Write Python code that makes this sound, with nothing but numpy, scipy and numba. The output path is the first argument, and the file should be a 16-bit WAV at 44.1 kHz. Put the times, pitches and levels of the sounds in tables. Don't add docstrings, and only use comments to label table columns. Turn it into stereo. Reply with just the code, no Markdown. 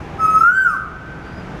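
import sys
import numpy as np
from scipy import signal
from scipy.fft import rfft, irfft
from scipy.io import wavfile
from scipy.ndimage import uniform_filter1d
from numba import njit

SR = 44100
rng = np.random.default_rng(int(sys.argv[2]) if len(sys.argv) > 2 else 0)


def store_pcm(level_fs):
    pcm = np.round(np.clip(level_fs, -1, 1) * 32767).astype(np.int16)
    wavfile.write(sys.argv[1], SR, np.atleast_2d(pcm).T)


N = 70560
T = np.arange(N) / SR
FREQS = np.fft.rfftfreq(N, 1 / SR)
LEFT_RIGHT = np.array([[1], [-1]])


def amp(db):
    return 10 ** (np.asarray(db) / 20)


def unit(x):
    return x / np.sqrt(np.mean(x ** 2))


def curve(table, axis=1, outside=None):
    rows = np.array(table)
    return np.interp(T, rows[:, 0], rows[:, axis], left=outside, right=outside)


def level_curve(table):
    return amp(curve(table, outside=-np.inf))


def colour(x, table):
    hz, db = np.array(table).T
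    gain = amp(np.interp(np.log(FREQS + 1), np.log(hz), db))
    return irfft(rfft(x) * gain, N)


def coloured_noise(table):
    return unit(colour(rng.standard_normal(N), table))


def walk(rate):
    size = max(int(SR / rate), 1)
    once = uniform_filter1d(rng.standard_normal(N), size, mode="wrap")
    return unit(uniform_filter1d(once, size, mode="wrap"))


def sine_phase(hz):
    return 2 * np.pi * np.cumsum(hz) / SR


def spread(mid, side):
    # frequency in Hz, side minus mid in dB.
    width = [(30, -29), (120, -40), (220, -29), (450, -17), (800, -20.5), (1400, -18), (2400, -15),
             (4400, -6.5), (8000, -5.5), (14000, 6)]
    return mid + colour(side, width) * LEFT_RIGHT


def scatter(x, envelope):
    unevenness = 0.45
    grain = np.exp(unevenness * rng.standard_normal((2, N)))
    taps = rng.standard_normal((2, N)) * grain * envelope
    taps /= np.sqrt(np.sum(taps ** 2, axis=1, keepdims=True))
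    return signal.fftconvolve(spread(*taps), x[None], axes=1)[:, :N]


def ring(x, hz, t60):
    loss = np.log(1000) / (t60 * SR)
    pole = np.exp(2j * np.pi * hz / SR - loss)
    return 2 * loss * signal.lfilter([1], [1, -pole], x).real


def air():
    # frequency in Hz, relative level in dB per Hz.
    air_colour = [(20, -16), (38, -5.5), (58, -0.5), (90, -4.5), (130, -1.5), (178, 1), (215, -7.5),
                  (380, -7.5), (560, -13.5), (800, -12.5), (1100, -16.5), (1700, -19.5), (2500, -24.5),
                  (4000, -36.5), (6300, -41), (8500, -50.5), (12000, -54.5), (15000, -74)]
    level_db, flicker_db, flicker_per_s = -30, 0.53, 29
    spectrum = rfft(spread(coloured_noise(air_colour), coloured_noise(air_colour)))
    octave = np.log2(FREQS / 20 + 1)
    total = np.zeros((2, N))
    for k in range(11):
        overlap = np.clip(1 - abs(octave - k), 0, 1)
        total += irfft(spectrum * overlap, N) * amp(flicker_db * walk(flicker_per_s))
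    return amp(level_db) * total


def far_tones():
    # middle in seconds, half length in seconds, pitch in Hz, level in dB.
    tones = [(.16, .12, 800, -38.5), (1.538, 0.041, 871, -39)]
    total = np.zeros(N)
    for middle, half, hz, db in tones:
        swell = np.exp(-((T - middle) / half) ** 4)
        waver = 1 + 0.0059 * walk(67)
        total += amp(db) * swell * np.sin(sine_phase(hz * waver))
    return total


def wind():
    # middle in seconds, half length in seconds, level of the mid signal in dB.
    gusts = [(0.389, .08, -40.5), (0.804, 0.044, -30.5), (.95, 0.055, -35.5), (1.103, 0.068, -45),
             (1.197, 0.025, -39)]
    # frequency in Hz, relative level in dB per Hz.
    gust_colour = [(20, -7), (45, 2), (100, -4.5), (170, -7), (260, -24.5), (600, -46.5), (2000, -87)]
    side_db = -5
    mid, side = coloured_noise(gust_colour), coloured_noise(gust_colour)
    force = sum(amp(db) * np.exp(-((T - middle) / half) ** 2) for middle, half, db in gusts)
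    return force * (mid + amp(side_db) * side * LEFT_RIGHT)


def far_bird():
    # time in seconds, pitch in Hz, relative level in dB.
    call = [(1.2, 4480, -71), (1.26, 4620, -59.5), (1.31, 4740, -59), (1.35, 4890, -54), (1.38, 5000, -58),
            (1.4, 4900, -71.5)]
    hz = curve(call) * (1 + 0.0076 * walk(86))
    flutter_db = 4.75 * walk(81)
    level = amp(curve(call, axis=2, outside=-np.inf) + flutter_db)
    return level * np.sin(sine_phase(hz))


def leaves(x):
    scatter_db, decay_s = 1.5, 0.044
    return x + amp(scatter_db) * scatter(x, np.exp(-T / decay_s))


def surroundings(x):
    # pitch in Hz, level for a steady tone in dB, time to fall 60 dB in seconds.
    rings = [(1540, -13, .65), (1440, -21, 1.8), (1425, 4, .5)]
    start_s, build_s = 0.0051, 0.1
    wash_db, wash_t60_s = -12, 0.55
    tail_db, tail_t60_s = -25.5, 2.6
    build = np.clip((T - start_s) / build_s, 0, 1)

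    def fade(t60):
        return build * np.exp(-np.log(1000) * T / t60)

    wash = amp(wash_db) * scatter(x, fade(wash_t60_s))
    tail = amp(tail_db) * scatter(x, fade(tail_t60_s))
    return wash + tail + sum(amp(db) * ring(x, hz, t60) for hz, db, t60 in rings)


def koel_pitch():
    # time in seconds, pitch in Hz.
    pitch = [(.17, 1205), (.2, 1302), (.245, 1282), (.28, 1274), (.34, 1285), (.39, 1291), (.43, 1339),
             (.5, 1444), (.545, 1516), (.575, 1547), (.61, 1545), (.635, 1514), (.66, 1447), (.7, 1297),
             (.74, 1164), (.78, 972)]
    # time in seconds, spread as a share of the pitch.
    jitter = [(.18, 0.013), (.22, 0.0011), (.4, 0.0018), (.48, 0.0062), (.62, .0018), (.67, 0.0053),
              (.72, 0.014), (.78, 0.03)]
    jitter_per_s = 600
    smooth_hz = uniform_filter1d(curve(pitch), SR // 80)
    return smooth_hz * (1 + curve(jitter) * walk(jitter_per_s))


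def koel_whistle(phase):
    rasp_db, rasp_hz, rasp_width_hz = -31.5, 1400, 820
    onset_db, onset_s, onset_length_s = -10, 0.186, 0.019
    band = np.exp(-((FREQS - rasp_hz) / rasp_width_hz) ** 2)
    rasp = unit(irfft(rfft(rng.standard_normal(N)) * band, N))
    onset = amp(onset_db) * np.exp(-((T - onset_s) / onset_length_s) ** 2)
    return np.sqrt(2) * np.sin(phase) + (amp(rasp_db) + onset) * rasp


def koel_overtones(hz, phase):
    # relative level on the held note in dB, relative level at the top of the rise in dB.
    overtones = [(-46, -48.5), (-66.5, -53.5), (-49, -58), (-48.5, -49), (-63, -74.5), (-50, -62.5),
                 (-71, -56), (-57.5, -62.5), (-71, -65), (-59.5, -77), (-63.5, -78.5)]
    # time in seconds, gain in dB.
    brightness = [(.18, -19), (.215, -1.5), (.32, -0.5), (.42, 3.5), (.52, 2), (.6, 10), (.67, 3.5),
                  (.73, -0.5), (.785, -15)]
    held_hz, top_hz = 1280, 1540
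    flicker_db, flicker_per_s = 3, 57
    rise = np.clip((hz - held_hz) / (top_hz - held_hz), 0, 1) ** 2.1
    total = np.zeros(N)
    for k, (held_db, top_db) in enumerate(overtones, 2):
        level_db = held_db + (top_db - held_db) * rise + flicker_db * walk(flicker_per_s)
        total += amp(level_db) * np.sin(k * phase)
    return total * level_curve(brightness)


def beak_hiss():
    # time in seconds, relative level in dB.
    hiss = [(.17, -75), (.2, -60.5), (.25, -66.5), (.38, -59.5), (.46, -54), (.55, -58.5), (.63, -61.5),
            (.69, -54), (.75, -54.5), (.8, -72)]
    # frequency in Hz, relative level in dB per Hz.
    hiss_colour = [(1000, -25.5), (2500, -4.5), (4000, -2), (6200, 2), (8000, -7), (9500, -1.5),
                   (15000, -4)]
    return coloured_noise(hiss_colour) * level_curve(hiss)


def koel():
    hz = koel_pitch()
    phase = sine_phase(hz)
    return koel_whistle(phase), koel_overtones(hz, phase) + beak_hiss()


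def direct_note(whistle):
    # time in seconds, level in dB.
    swells = [(.185, -34), (.203, -19.5), (.24, -12.5), (.258, -9.5), (.272, -23), (.287, -15), (.325, -20),
              (.352, -8.5), (.38, -9), (.401, -27.5), (.41, -5), (.42, -9.5), (.428, -20.5), (.437, -6.5),
              (.485, -0.5), (.51, -8), (.55, -11.5), (.585, -5), (.638, -15.5), (.665, -3), (.7, -12.5),
              (.755, -20), (.785, -59)]
    smoothing_s = 0.0047
    lag_s, pan_db = 1.2e-5, 0.88
    level = uniform_filter1d(level_curve(swells), max(int(smoothing_s * SR), 1))
    note = whistle * level
    late_note = np.interp(T - lag_s, T, note)
    return np.array([note * amp(pan_db / 2), late_note * amp(-pan_db / 2)])


def scene():
    # time in seconds, relative level in dB.
    effort = [(.18, -38.5), (.21, -9), (.36, -7.5), (.47, -4.5), (.55, -4), (.6, 3.5), (.64, -4.5),
              (.7, -4.5), (.755, -18), (.785, -55)]
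    treble_db, treble_echo_db = -2.5, -2.5
    whistle, overtones = koel()
    treble = overtones + far_bird()
    background = air() + far_tones() + wind()
    echoes = surroundings(whistle * level_curve(effort) + amp(treble_echo_db) * treble)
    return background + echoes + amp(treble_db) * leaves(treble) + direct_note(whistle)


@njit
def follow(x, attack, release):
    out, e = np.empty(len(x)), 0.
    for i in range(len(x)):
        e += (x[i] - e) * (attack if x[i] > e else release)
        out[i] = e
    return out


def record(dry):
    limit_db, attack_s, release_s = -5, 0.001, 0.94
    edge_s, cutoff_hz = .004, 15450
    peak = follow(np.abs(dry).max(axis=0), 1 / (attack_s * SR), 1 / (release_s * SR))
    held = dry / np.maximum(peak / amp(limit_db), 1)
    edges = np.minimum(np.minimum(T, T[::-1]) / edge_s, 1)
    low_pass = signal.ellip(12, .2, 80, cutoff_hz, fs=SR, output="sos")
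    return signal.sosfilt(low_pass, held * edges)


dry = scene()
out = record(dry)
store_pcm(out)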